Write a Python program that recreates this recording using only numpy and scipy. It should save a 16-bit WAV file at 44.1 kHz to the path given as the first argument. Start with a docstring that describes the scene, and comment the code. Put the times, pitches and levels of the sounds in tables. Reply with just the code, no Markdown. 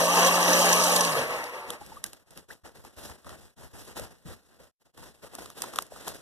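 """Model speedboat on a stream

Two electric motors hum while the propellers churn up ringing bubbles and pattering spray.
After a second the throttle is cut, the wake fizzes out and a few drops plop back into the water.
Then clothing swishes by friction close to the microphone, a hand thumps softly on its case,
and dry leaves and twigs crackle as they fracture on the bank."""
import sys
import numpy as np
from scipy import signal
from scipy.fft import rfft, irfft, next_fast_len
from scipy.io import wavfile
from scipy.ndimage import uniform_filter1d

SR = 44100
rng = np.random.default_rng(int(sys.argv[2]) if len(sys.argv) > 2 else 0)


def put_to_file(sound):
    """Save the sound as 16-bit audio at rate SR, in the file named by the first command-line argument."""
    columns = np.atleast_2d(sound).T  # one column per channel
    safe = np.clip(columns, -1, 1)
    whole_steps = np.round(safe * 32767)
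    wavfile.write(sys.argv[1], SR, whole_steps.astype(np.int16))


N = 273861
TIME = np.arange(N) / SR
FFT_SIZE = 2 * next_fast_len(N // 2 + 4096)
FFT_HZ = np.arange(FFT_SIZE // 2 + 1) * SR / FFT_SIZE
DIRECT_ONLY = np.array([[1], [0]])  # sources have two rows: (direct, scattered)


def boat():
    """Amplitude modulation: the blades pulse foam and spray, which decay as the throttle is cut."""
    surge_foam_db, surge_spray_db = surges()
    foam_db = -23.5 + surge_foam_db - 42.5 * since(0.98)
    spray_db = -28 + surge_spray_db + splashes() - 44 * since(0.94)
    speeds = [shaft_speed(final_hz, settle_s) for final_hz, settle_s, *_ in MOTOR_RUNDOWN]
    shaft_hz = np.mean(speeds, axis=0)
    turns = np.cumsum(shaft_hz) / SR
    thrust = np.clip((shaft_hz / 57) ** 4, 0, 1)
    hum = np.sqrt(thrust) * motors(speeds, lift_db=1.2 * surge_foam_db)
    beat = np.exp(0.6 * thrust * np.cos(2 * np.pi * 3 * turns + 0.54 * drift(25)))  # three blades
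    lope = np.exp(0.35 * thrust * np.cos(2 * np.pi * turns))  # one blade bites harder on every turn
    churn = foam(beat * lope, thrust)
    mist = spray(beat, thrust)
    shrill = thrust ** 2 * from_db(-8) * squeal(beat)
    return hum + from_db(foam_db) * churn + from_db(spray_db) * (mist + shrill)


def shaft_speed(final_hz, settle_s, start_hz=56.2, cruise_hz=58.7, pick_up_s=0.08, cut_s=1.055):
    """Exponential relaxation: the shaft rate rises to cruising speed and runs down after the cut."""
    powered_hz = cruise_hz + (start_hz - cruise_hz) * np.exp(-TIME / pick_up_s)
    return final_hz + (powered_hz - final_hz) * np.exp(-since(cut_s) / settle_s)


# Run-down of each motor: final shaft f/Hz, time constant/s, hum level/dB, fade from t/s, fade/(dB/s)
MOTOR_RUNDOWN = [(0.996, 0.44, -45.5, 1.2, 260), (50.16, .05, -43.5, 1.15, 74)]
# Partials of motor and propeller: multiple of the shaft rate, relative level/dB, waver/dB
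SHAFT_HARMONICS = [(3, 0.1, 1), (4, -13, 5.5), (5, -7.5, 3.5), (6, -17.5, 3), (9, -7.5, 2.5),
                   (15, -10.5, 5)]


def motors(speeds, lift_db):
    """Harmonic series: each drive hums at multiples of its shaft rate, wavering with the blade load."""
    hum = 0
    row_phase = np.array([[0], [3.1]])  # the two rows are nearly in antiphase
    for shaft_hz, (_, _, hum_db, hold_s, fade_db_per_s) in zip(speeds, MOTOR_RUNDOWN):
        turns = np.cumsum(shaft_hz) / SR
        gain = np.sqrt(2) * from_db(hum_db + lift_db - fade_db_per_s * since(hold_s))
        for multiple, level_db, waver_db in SHAFT_HARMONICS:
            phase = 2 * np.pi * multiple * turns + 0.045 * waver_db * drift(15) + 0.17 * drift(50)
            hum += gain * from_db(level_db + waver_db * drift(14)) * np.sin(phase + row_phase)
    return hum


def bubbles(beat, per_s=6500, cycles=26, wash_db=5, sizes=30):
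    """Bubble resonance: air whipped under water rings at pitches set by size, over a wash of noise."""
    births = grains(per_s * beat, spread_db=1.5)
    size_class = rng.integers(0, sizes, N)
    rings = sum(np.sqrt(hz) * unit_rms(ring(births * (size_class == k), hz, cycles / hz))
                for k, hz in enumerate(np.geomspace(200, 4500, sizes)))
    wash = from_db(wash_db) * rng.standard_normal((2, N)) * np.sqrt(beat)
    return unit_rms(rings) + wash


# Spectra of fresh foam and of the larger bubbles lingering in the wake: f/Hz, level/dB
FOAM_SPECTRUM = [(25, -45.5), (90, -33), (215, -10.5), (330, -11), (420, -7), (540, -2), (730, -1.5),
                 (900, -3), (1150, 1), (1420, -11.5), (1750, -4), (2300, -7), (2950, -5.5), (3500, -22.5),
                 (4700, -32)]
WAKE_SPECTRUM = [(100, -12.5), (220, -15), (380, -8), (520, -3), (800, -7.5), (1130, -2.5), (1500, -12.5),
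                 (2050, -4), (2800, -16.5), (4700, -27.5)]
# Modes of the plastic hull: f/Hz, bandwidth/Hz, initial level over the foam/dB, change in a turn/(dB/s)
HULL_MODES = [(403, 45, -2.5, 3), (431.5, 16, 5, -1.5), (504, 31, 4, -5), (542.6, 26, 10, -7),
              (597.6, 16, 5.5, 5), (663, 24, 12, -16.5), (789, 18, 0.5, 4), (876, 29, 5, -8),
              (903, 26, 0.5, 5), (1027, 35, -3, -2), (1085, 27, 0, 4.5), (1169, 25, 3.5, -9.5),
              (1247, 28, -2, 4.5), (1300, 30, -7.5, 10), (1714, 39, -1.5, 3)]
# Air pockets gurgling under the stern: f/Hz, bandwidth/Hz, level over the bubbles/dB
AIR_POCKET_MODES = [(487.5, 19, 9), (586, 25, 1.5), (794, 29, 0.5), (890, 47, 4)]


def foam(beat, thrust):
    """Forced vibration: churning drives the hull's modes under power, and air pockets when coasting."""
    froth = bubbles(beat)
    churn = resonate(colour(froth, FOAM_SPECTRUM), HULL_MODES, swell_db=1, wander=0.006)
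    wake = resonate(colour(froth, WAKE_SPECTRUM), AIR_POCKET_MODES, swell_db=1.5, wander=0.012)
    return np.sqrt(thrust) * steady(churn) + np.sqrt(1 - thrust) * from_db(1.5) * steady(wake)


# Spectra of flung droplets and of the fizzing wake: f/Hz, level/dB
SPRAY_SPECTRUM = [(1500, -22), (3000, -3), (3500, -8), (4000, -1), (4230, -6.5), (4650, 0.5), (5200, -5.5),
                  (6400, -2), (6900, -5), (7600, -7.5), (8600, -4), (10500, -7), (12600, -7),
                  (14200, -18.5)]
FIZZ_SPECTRUM = [(1500, -21.5), (3000, -1.5), (5000, 6), (7500, -7), (9500, 4), (12500, -3.5), (14200, -9)]
# Modes of the drive's housing: f/Hz, bandwidth/Hz, level over the spray/dB
HOUSING_MODES = [(2390, 120, -0.5), (3220, 51, 4.5), (5940, 42, 0), (7130, 120, -7)]


def spray(beat, thrust):
    """Impact noise: droplets patter in spurts and ring the housing; without thrust only fizz is left."""
    patter = unit_rms(grains(9300 * beat, spread_db=1.5)) + from_db(8.5) * rng.standard_normal((2, N))
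    patter = flicker(patter, depth_db=2, rate_hz=41) * from_db(0.55 * drift(68))
    mist = resonate(colour(patter, SPRAY_SPECTRUM), HOUSING_MODES, swell_db=3.5, wander=0.004)
    fizz = colour(patter, FIZZ_SPECTRUM)
    return np.sqrt(thrust) * unit_rms(mist) + np.sqrt(1 - thrust) * from_db(-5) * unit_rms(fizz)


def squeal(beat, hz=5920, width_hz=560, flutter_db=6):
    """Frictional excitation: the shaft rubs in its tube and sets off a shrill ring in uneven bursts."""
    rub = rng.standard_normal((2, N)) * beat * from_db(flutter_db * drift(51))
    return unit_rms(minimum_phase(rub, lambda f: 1 / np.sqrt(1 + (2 * (f - hz) / width_hz) ** 4)))


# The stern digs in or the wake breaks: t/s, duration/s, foam gain/dB, spray gain/dB
WATER_SURGES = [(0.154, 0.12, 3, 3), (0.463, 0.28, 2, 3), (0.782, 0.35, -0.5, 2), (1.145, 0.084, 3.2, 3.8),
                (1.288, 0.21, 5, 4.5), (1.519, 0.24, 8, 6.5), (1.69, 0.075, 1.5, -1.5)]


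def surges():
    """Agitation: harder stirring changes the levels of (foam, spray), in dB."""
    return sum(np.array([[foam_db], [spray_db]]) * envelope(start, length, attack_s=0.021, release_s=0.02)
               for start, length, foam_db, spray_db in WATER_SURGES)


# Sheets of water slapping down: t/s, duration/s, spray gain/dB
WATER_SLAPS = [(0.262, 0.025, 3.5), (0.726, 0.0083, 6.5), (0.836, 0.0081, 5), (0.936, .006, 1.5),
               (0.96, 0.0074, 9), (1.006, 0.0069, 9.5), (1.048, 0.0041, 9)]


def splashes():
    """Impact transients: each falling sheet briefly raises the spray level, in dB."""
    return sum(gain_db * envelope(start, length, attack_s=0.0015, release_s=0.001)
               for start, length, gain_db in WATER_SLAPS)


# The short bright ring of a snap (first row), then small plops:
# t/s, peak level/dB, f/Hz, glide/(octaves/s), time to peak/s
RING_AND_PLOPS = [(1.7033, -24, 3300, 0, 0.0007), (1.809, -39.5, 816, 1.1, 0.0081),
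                  (1.917, -39.5, 856, 3.9, 0.0057), (1.967, -38.5, 1124, 8.6, 0.0051),
                  (2.049, -44, 1490, 12, 0.0071), (2.502, -36.5, 1322, 58, 0.0053),
                  (2.655, -44, 780, 3, 0.003), (2.848, -41.5, 820, 3, 0.0022),
                  (3.098, -40, 1050, 3, 0.0015), (3.266, -39, 1390, 5, 0.0016),
                  (3.995, -33, 540, 2.6, 0.0035), (4.015, -37.5, 390, 4, 0.004),
                  (4.597, -50.5, 525, 3, 0.0061), (5.245, -36, 535, 4.8, 0.002),
                  (5.385, -38, 680, 4.4, 0.002), (5.921, -32, 614, 1.5, 0.0017),
                  (5.961, -40, 1250, 3, 0.0015)]


def ring_and_plops():
    """Resonance: a snap rings briefly; trapped bubbles plop, rising in pitch near the surface."""
    return DIRECT_ONLY * sum(from_db(peak_db) * blip(start, hz, peak_s, glide)
                             for start, peak_db, hz, glide, peak_s in RING_AND_PLOPS)


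# Spectra of the cloth's swish, its hiss and the rumble of handling: f/Hz, level/dB
SWISH_SPECTRUM = [(60, -16.5), (200, -0.5), (540, 1), (800, -3), (1150, -6), (1500, -4.5), (2300, -11),
                  (3200, -20.5), (5000, -51)]
HISS_SPECTRUM = [(1500, -31), (2700, 2), (3600, 2.5), (5000, 3), (6500, 0), (7300, 1.5), (8100, 3),
                 (9200, -1), (10500, 2), (12500, -1.5), (14200, -9)]
RUMBLE_SPECTRUM = [(15, -24.5), (40, -5), (70, 5.5), (130, -4.5), (200, -5.5), (400, -19), (1000, -63.5)]


def clothing():
    """Stick-slip friction: fibres catch and release, and the movement rumbles in the microphone case."""
    swish_gain, hiss_gain, rumble_gain = rustle_gains()
    catch = from_db(2 * drift(39))
    swish = unit_rms(colour(catch * grains(3500, spread_db=2), SWISH_SPECTRUM))
    fine_slips = flicker(catch * grains(22000, spread_db=3), depth_db=1, rate_hz=16)
    hiss = unit_rms(colour(fine_slips, HISS_SPECTRUM))
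    rumble = unit_rms(colour(rng.standard_normal((2, N)), RUMBLE_SPECTRUM))
    return (from_db(-0.14) * swish_gain * swish + from_db(-1.22) * hiss_gain * hiss
            + from_db(-1) * rumble_gain * rumble)


# Strokes of cloth on cloth: t/s, duration/s, level/dB, hiss offset/dB, rumble offset/dB
CLOTH_STROKES = [(1.671, 0.061, -41.5, -3.5, -9), (1.792, 0.021, -48, -1.5, -0.5),
                 (1.831, 0.16, -52.5, -1, 1), (2.027, 0.048, -49, 1.5, -6.5), (2.12, 0.012, -52.5, 1, -3.5),
                 (2.298, 0.015, -55, -4, 1.5), (2.326, 0.017, -62.5, 4, -5), (2.354, 0.019, -48, 0, 1),
                 (2.48, 0.013, -50.5, -2, -1), (2.493, 0.036, -51.5, -0.5, -6),
                 (2.634, 0.03, -45.5, -4.5, -5.5), (2.735, 0.067, -55, -3, 0),
                 (2.838, 0.016, -46.5, -3, -4), (2.961, 0.058, -47, -0.5, -3.5), (3.022, 0.042, -43, 2, -3),
                 (3.08, 0.037, -45.5, -3.5, -5), (3.24, 0.11, -48.5, -4, -0.5),
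                 (3.358, 0.11, -56.5, -0.5, 2), (3.47, 0.059, -71.5, 0.5, -7), (3.561, 0.058, -55, -1, 4),
                 (3.614, 0.032, -49, -1, 1), (3.728, 0.019, -46.5, -0.5, 0),
                 (3.772, 0.044, -48.5, 2.5, 0.5), (3.854, 0.065, -48, -1.5, -6),
                 (3.948, 0.052, -42, -1.5, -6), (3.995, 0.046, -48, -2.5, 4.5),
                 (4.088, 0.032, -52.5, -3.5, -2), (4.246, 0.089, -48, -1.5, 2),
                 (4.495, 0.038, -62, -12, -10), (4.585, 0.057, -56.5, -2.5, -1.5),
                 (4.796, 0.016, -69.5, 0.5, -8), (4.836, 0.015, -61, -1, -2), (4.96, 0.13, -51, -1, -1),
                 (5.214, 0.046, -47.5, -3, -8), (5.311, 0.038, -46.5, -3.5, -8.5),
                 (5.37, 0.078, -43.5, -1, -5.5), (5.484, 0.018, -51, 0.5, -2.5),
                 (5.547, .02, -52, -1, -8.5), (5.567, 0.068, -47, 2, -9), (5.611, 0.069, -41.5, -2.5, -15),
                 (5.717, 0.11, -44.5, -1, -8), (5.903, 0.29, -48.5, 0, -5), (6.052, 0.04, -41.5, 0, -13),
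                 (6.092, 0.055, -51.5, -1.5, 1.5)]
# Faint grazing between strokes: t/s, duration/s
CLOTH_GRAZES = [(1.795, 0.43), (2.258, 0.17), (2.645, 0.71), (3.574, 1.102), (4.925, 1.4)]
# Brief dropouts where the rustle cuts to near silence: t/s, duration/s, level change/dB
RUSTLE_DROPOUTS = [(2.6, 0.013, -3), (3.545, 0.012, -14), (4.713, 0.073, -25), (4.833, 0.02, -8),
                   (4.916, 0.02, -12)]


def rustle_gains(attack_s=0.023, ease_db_per_s=18.5):
    """Incoherent addition: strokes and grazing sum in power to the gains of (swish, hiss, rumble)."""
    graze = sum(envelope(start, length, attack_s, release_s=0.016) for start, length in CLOTH_GRAZES)
    power = (from_db([[-65.5], [-66], [-67.5]]) * graze * from_db(-0.5 * drift(24))) ** 2
    for start, length, level_db, hiss_db, rumble_db in CLOTH_STROKES:
        eased_db = level_db - ease_db_per_s * np.clip(TIME - start, 0, length)
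        stroke = from_db(eased_db) * envelope(start, length, attack_s, release_s=0.03)
        power += (from_db([[0], [hiss_db], [rumble_db]]) * stroke) ** 2
    dropout_db = sum(change_db * envelope(start, length, attack_s=0.003, release_s=0.002)
                     for start, length, change_db in RUSTLE_DROPOUTS)
    return np.sqrt(power) * from_db(dropout_db)


# Snaps of leaves, twigs and splashes: t/s, relative crack level/dB, relative knock level/dB, decay/s
SNAP_EVENTS = [(1.4413, -25, -47, 0.00066), (1.7047, -21, -25, 0.0011), (1.863, -37.5, -52, 0.0017),
               (2.0408, -15.5, -28.5, 0.0013), (2.062, -34.5, -63.5, 0.0051), (2.132, -32.5, -39, 0.002),
               (2.307, -45.5, -64.5, 0.00395), (2.3752, -32, -36, 0.0011), (2.849, -41.5, -44, 0.0023),
               (3.098, -34.5, -47.5, 0.0007), (3.246, -49, -41.5, 0.0014), (3.267, -48, -40.5, 0.0027),
               (3.293, -37.5, -33.5, 0.0019), (3.327, -51, -38, 0.002), (3.967, -44, -38, 0.0031),
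               (3.996, -28.5, -50, 0.0021), (4.976, -45.5, -47, 0.0036), (5.248, -45, -39.5, 0.0021),
               (5.352, -24.5, -35.5, 0.00094), (5.388, -49, -38, 0.001), (5.459, -34, -32, 0.0013),
               (5.5021, -32.5, -34, 0.00097), (5.6199, -17, -34.5, 0.0021), (5.6374, -34.5, -30, 0.0054),
               (5.736, -36.5, -33.5, 0.0023), (5.7591, -24.5, -27.5, 0.0018), (5.769, -34, -39, 0.0011),
               (5.7871, -15, -8.3, 0.0011), (5.8231, -23.5, -52, 0.0011), (5.8665, -42.5, -60, 0.001),
               (5.963, -59, -47.5, .003), (6.076, -36, -31.5, 0.0045), (6.0804, -22.5, -26, 0.0018),
               (6.089, -26, -43, .001)]
# Spectra of a snap's bright crack and dull crunch: f/Hz, level/dB
CRACK_SPECTRUM = [(600, -41.5), (2000, -3), (3400, -4.5), (4600, -1), (6000, -0.5), (9000, -1),
                  (10200, 2.5), (12000, -4), (14000, -6.5)]
CRUNCH_SPECTRUM = [(100, -30.5), (500, -4), (1150, 7), (1700, -16), (3300, -22.5), (6000, -31.5)]
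# Modes of a twig: f/Hz, relative level/dB, time to peak/s
TWIG_MODES = [(808, -11, 0.0014), (1190, -1.5, 0.00095), (3450, -4, 0.00034)]


def snaps(tail_db=-27, tail_s=0.0135):
    """Brittle fracture: each burst gives a bright crack and a woody ring; the slower ones also crunch."""
    crack_gain, crunch_gain, wood = np.zeros((3, N))
    for start, crack_db, knock_db, decay_s in SNAP_EVENTS:
        first = int(start * SR)
        age = TIME[:min(N - first, SR // 8)]
        span = slice(first, first + len(age))
        fade = np.exp(-age / decay_s) + from_db(tail_db) * np.exp(-age / tail_s)
        crack_gain[span] += from_db(crack_db) * fade
        crunch_gain[span] += from_db(knock_db) * fade * min(decay_s / 0.0026, 1) ** 4
        wood += sum(from_db(knock_db + db) * blip(start, hz, peak_s) for hz, db, peak_s in TWIG_MODES)
    crack_noise, crunch_noise = rng.choice([-1, 1], (2, 2, N))
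    crack = colour(crack_noise * crack_gain, CRACK_SPECTRUM)
    crunch = colour(crunch_noise * crunch_gain, CRUNCH_SPECTRUM)
    return from_db(0.5) * crack + from_db(11) * crunch + from_db(-2.5) * wood * DIRECT_ONLY


# Thumps of the hand on the microphone case: t/s, peak level/dB, f/Hz, time to peak/s
HAND_THUMPS = [(2.631, -45.5, 71.7, 0.01), (2.841, -50, 71.7, 0.0097), (2.963, -41.5, 74, 0.017),
               (3.099, -39, 75.4, 0.011), (3.315, -44.5, 71.8, 0.0079), (3.731, -48, 72.4, 0.0084),
               (4.021, -34.5, 74.7, 0.0069), (4.253, -35, 150, 0.007), (4.28, -40, 90, .011)]


def thumps():
    """Structure-borne sound: each shift of the grip sets the case booming for a few cycles."""
    return DIRECT_ONLY * sum(from_db(peak_db) * blip(start, hz, peak_s)
                             for start, peak_db, hz, peak_s in HAND_THUMPS)


def resonate(x, modes, swell_db, wander, turn_ends_s=2.1):
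    """Modal superposition: resonances add to x, swelling and drifting as the hull rocks and turns."""
    out, samples = x, np.arange(N)
    for hz, width_hz, level_db, *db_per_s in modes:
        radius = np.exp(-np.pi * width_hz / SR)
        mode = (1 - radius ** 2) / 2 * ring(x, hz, t60=np.log(1000) / (np.pi * width_hz))
        warped = samples + np.cumsum(wander * drift(2.52))  # uneven time bends the pitch
        turn_db = sum(db_per_s) * np.minimum(TIME, turn_ends_s)
        gain = from_db(level_db + turn_db + swell_db * drift(2.2))
        out = out + gain * np.array([np.interp(warped, samples, row) for row in mode])
    return out


def ring(x, hz, t60):
    """Damped oscillator: each impulse starts a sinusoid that falls 60 dB in t60 seconds."""
    radius, angle = from_db(-60 / (t60 * SR)), 2 * np.pi * hz / SR
    return signal.lfilter([1, 0, -1], [1, -2 * radius * np.cos(angle), radius ** 2], x + 1e-18)


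def blip(start, hz, peak_s, octaves_per_s=0):
    """Transient oscillation: a tone swells to 1 at peak_s and decays, gliding up 0.6 octave at most."""
    out, first = np.zeros(N), int(start * SR)
    age = TIME[:min(N - first, int(20 * peak_s * SR))]
    pitch_hz = hz * 2 ** np.minimum(octaves_per_s * age, 0.6)
    swell = (age / peak_s) ** 2 * np.exp(2 - 2 * age / peak_s)
    out[first:first + len(age)] = swell * np.sin(2 * np.pi * np.cumsum(pitch_hz) / SR)
    return out


def grains(per_s, spread_db):
    """Shot noise: random clicks of uneven size, each shared between the rows by a random direction."""
    born = rng.random(N) < per_s / SR
    sizes = from_db(spread_db * np.minimum(rng.exponential(1, N), 4))
    direction = rng.uniform(0, 2 * np.pi, N)
    return born * sizes * np.array([np.cos(direction), np.sin(direction)])


def drift(rate_hz, step=40):
    """Low-pass noise: a smooth random wander of unit RMS."""
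    pole = np.exp(-2 * np.pi * rate_hz * step / SR)
    noise = rng.standard_normal(N // step + 2002)
    slow = signal.lfilter([1], [1, -2 * pole, pole ** 2], noise)[2000:]
    return np.interp(np.arange(N) / step, np.arange(len(slow)), unit_rms(slow))


def flicker(x, depth_db, rate_hz, bands=12):
    """Independent modulation: each treble band flares and sinks on its own, heard as sizzle."""
    size = next_fast_len(N)
    spectrum, hz = rfft(x, size), np.arange(size // 2 + 1) * SR / size
    centres_hz = np.geomspace(2000, 14000, bands)
    parts = (irfft(spectrum * np.interp(hz, centres_hz, band), size)[:, :N] for band in np.eye(bands))
    return sum(from_db(depth_db * drift(rate_hz)) * part for part in parts)


def steady(x, span_s=0.036):
    """Division by the running RMS evens out swells and keeps the grain."""
    power = uniform_filter1d(np.mean(x ** 2, axis=0), int(span_s * SR))
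    return x / np.sqrt(np.maximum(power, 0) + 1e-20)


def minimum_phase(x, gain_at):
    """Causal filtering: folding the cepstrum gives the minimum phase for a gain over frequency."""
    cepstrum = irfft(np.log(gain_at(FFT_HZ) + 1e-9))
    cepstrum[1:FFT_SIZE // 2] *= 2
    cepstrum[FFT_SIZE // 2 + 1:] = 0
    return irfft(rfft(x, FFT_SIZE) * np.exp(rfft(cepstrum)))[..., :N]


def colour(x, spectrum):
    """Spectral shaping by a table of f/Hz, level/dB."""
    return minimum_phase(x, lambda hz: from_db(at_hz(spectrum, hz)))


def at_hz(points, hz):
    """Interpolation on a logarithmic frequency axis."""
    f, value = np.transpose(points)
    return np.interp(np.log(np.maximum(hz, 1)), np.log(f), value)


def envelope(start, length, attack_s, release_s):
    """Linear rise, hold at 1, exponential decay."""
    age = TIME - start
    return np.clip(age / attack_s, 0, 1) * np.exp(-np.clip((age - length) / release_s, 0, 40))


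def since(start):
    """Seconds elapsed since a moment; zero before it."""
    return np.maximum(TIME - start, 0)


def from_db(db):
    """Amplitude ratio of a level."""
    return 10 ** (np.asarray(db) / 20)


def unit_rms(x):
    """Normalisation to unit power."""
    return x / np.sqrt(np.mean(x ** 2) + 1e-20)


# Stereo width of the boat and of nearby sounds: f/Hz, side over mid level/dB
BOAT_SIDE_LEVEL = [(40, 16.5), (90, 2), (170, -8), (290, -6), (450, -10.5), (850, -15.5), (1060, -41.5),
                   (1350, -12.5), (1800, 5), (2000, 11), (2140, 52.5), (2480, 39), (2660, 1.5), (3000, 6),
                   (3300, -19), (3550, -17), (3950, 1.5), (4200, 2.5), (4450, 14), (4850, 13), (5200, 0),
                   (5800, -8.5), (6300, 3), (7000, 0.5)]
NEAR_SIDE_LEVEL = [(40, 11), (90, 11), (200, 1), (350, -1), (850, -7), (1130, -27.5), (1400, -3),
                   (1900, -0.5), (2250, 20), (2700, -0.5), (3100, -2.5), (3420, -15.5), (3850, -4.5),
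                   (4200, 5.5), (4550, 14.5), (5150, -0.5), (5750, -9), (6500, 2.5), (9000, 0)]
# Level difference between the microphones: f/Hz, left over right level/dB
BOAT_LEAN = [(90, 1.5), (170, 2), (500, -0.5), (1150, -0.2), (1650, 6.5), (2100, -0.5), (2500, 0.5),
             (2850, 3), (3300, 0), (3900, -2.5), (4600, 1), (8000, -2.5), (11000, -1.5), (13000, -3)]
NEAR_LEAN = [(100, 0.78), (1200, 1.5), (1700, 1.7), (2300, -0.88), (6500, -0.26), (10000, 0.19),
             (13000, -1)]
# Direct sound in the side signal, signed by which microphone it reaches first: f/Hz, correlation
BOAT_CORRELATION = [(150, -0.6), (2500, -0.6), (6000, -0.5), (9000, -0.33)]
NEAR_CORRELATION = [(150, 0.4), (2500, 0.6), (6000, 0.45), (9000, 0.35)]


def microphones(sound, side_level, lean, correlation):
    """Mid-side stereophony: a close pair hears some bands in phase, others opposed; (left, right)."""
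    direct, scattered = rfft(sound, FFT_SIZE)
    alike = at_hz(correlation, FFT_HZ)
    width = from_db(at_hz(side_level, FFT_HZ))
    mid = direct / np.hypot(1, width)
    side = (1j * alike * direct + np.sqrt(1 - alike ** 2) * scattered) * width / np.hypot(1, width)
    lean_db = at_hz(lean, FFT_HZ) * np.array([[0.5], [-0.5]])
    return irfft(np.array([mid + side, mid - side]) * from_db(lean_db), FFT_SIZE)[:, :N]


def scene():
    """Superposition of the boat on the stream, small sounds nearby and very still air."""
    air = from_db(-104) * rng.standard_normal((2, N))
    near = ring_and_plops() + clothing() + snaps() + thumps()
    return (microphones(boat(), BOAT_SIDE_LEVEL, BOAT_LEAN, BOAT_CORRELATION)
            + microphones(near, NEAR_SIDE_LEVEL, NEAR_LEAN, NEAR_CORRELATION) + air)


def record(dry, stopband_hz=14750):
    """Band limiting: a steep low-pass filter removes the top of the treble."""
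    return signal.sosfilt(signal.cheby2(20, 60, stopband_hz, fs=SR, output="sos"), dry)


dry = scene()
out = record(dry)
put_to_file(out)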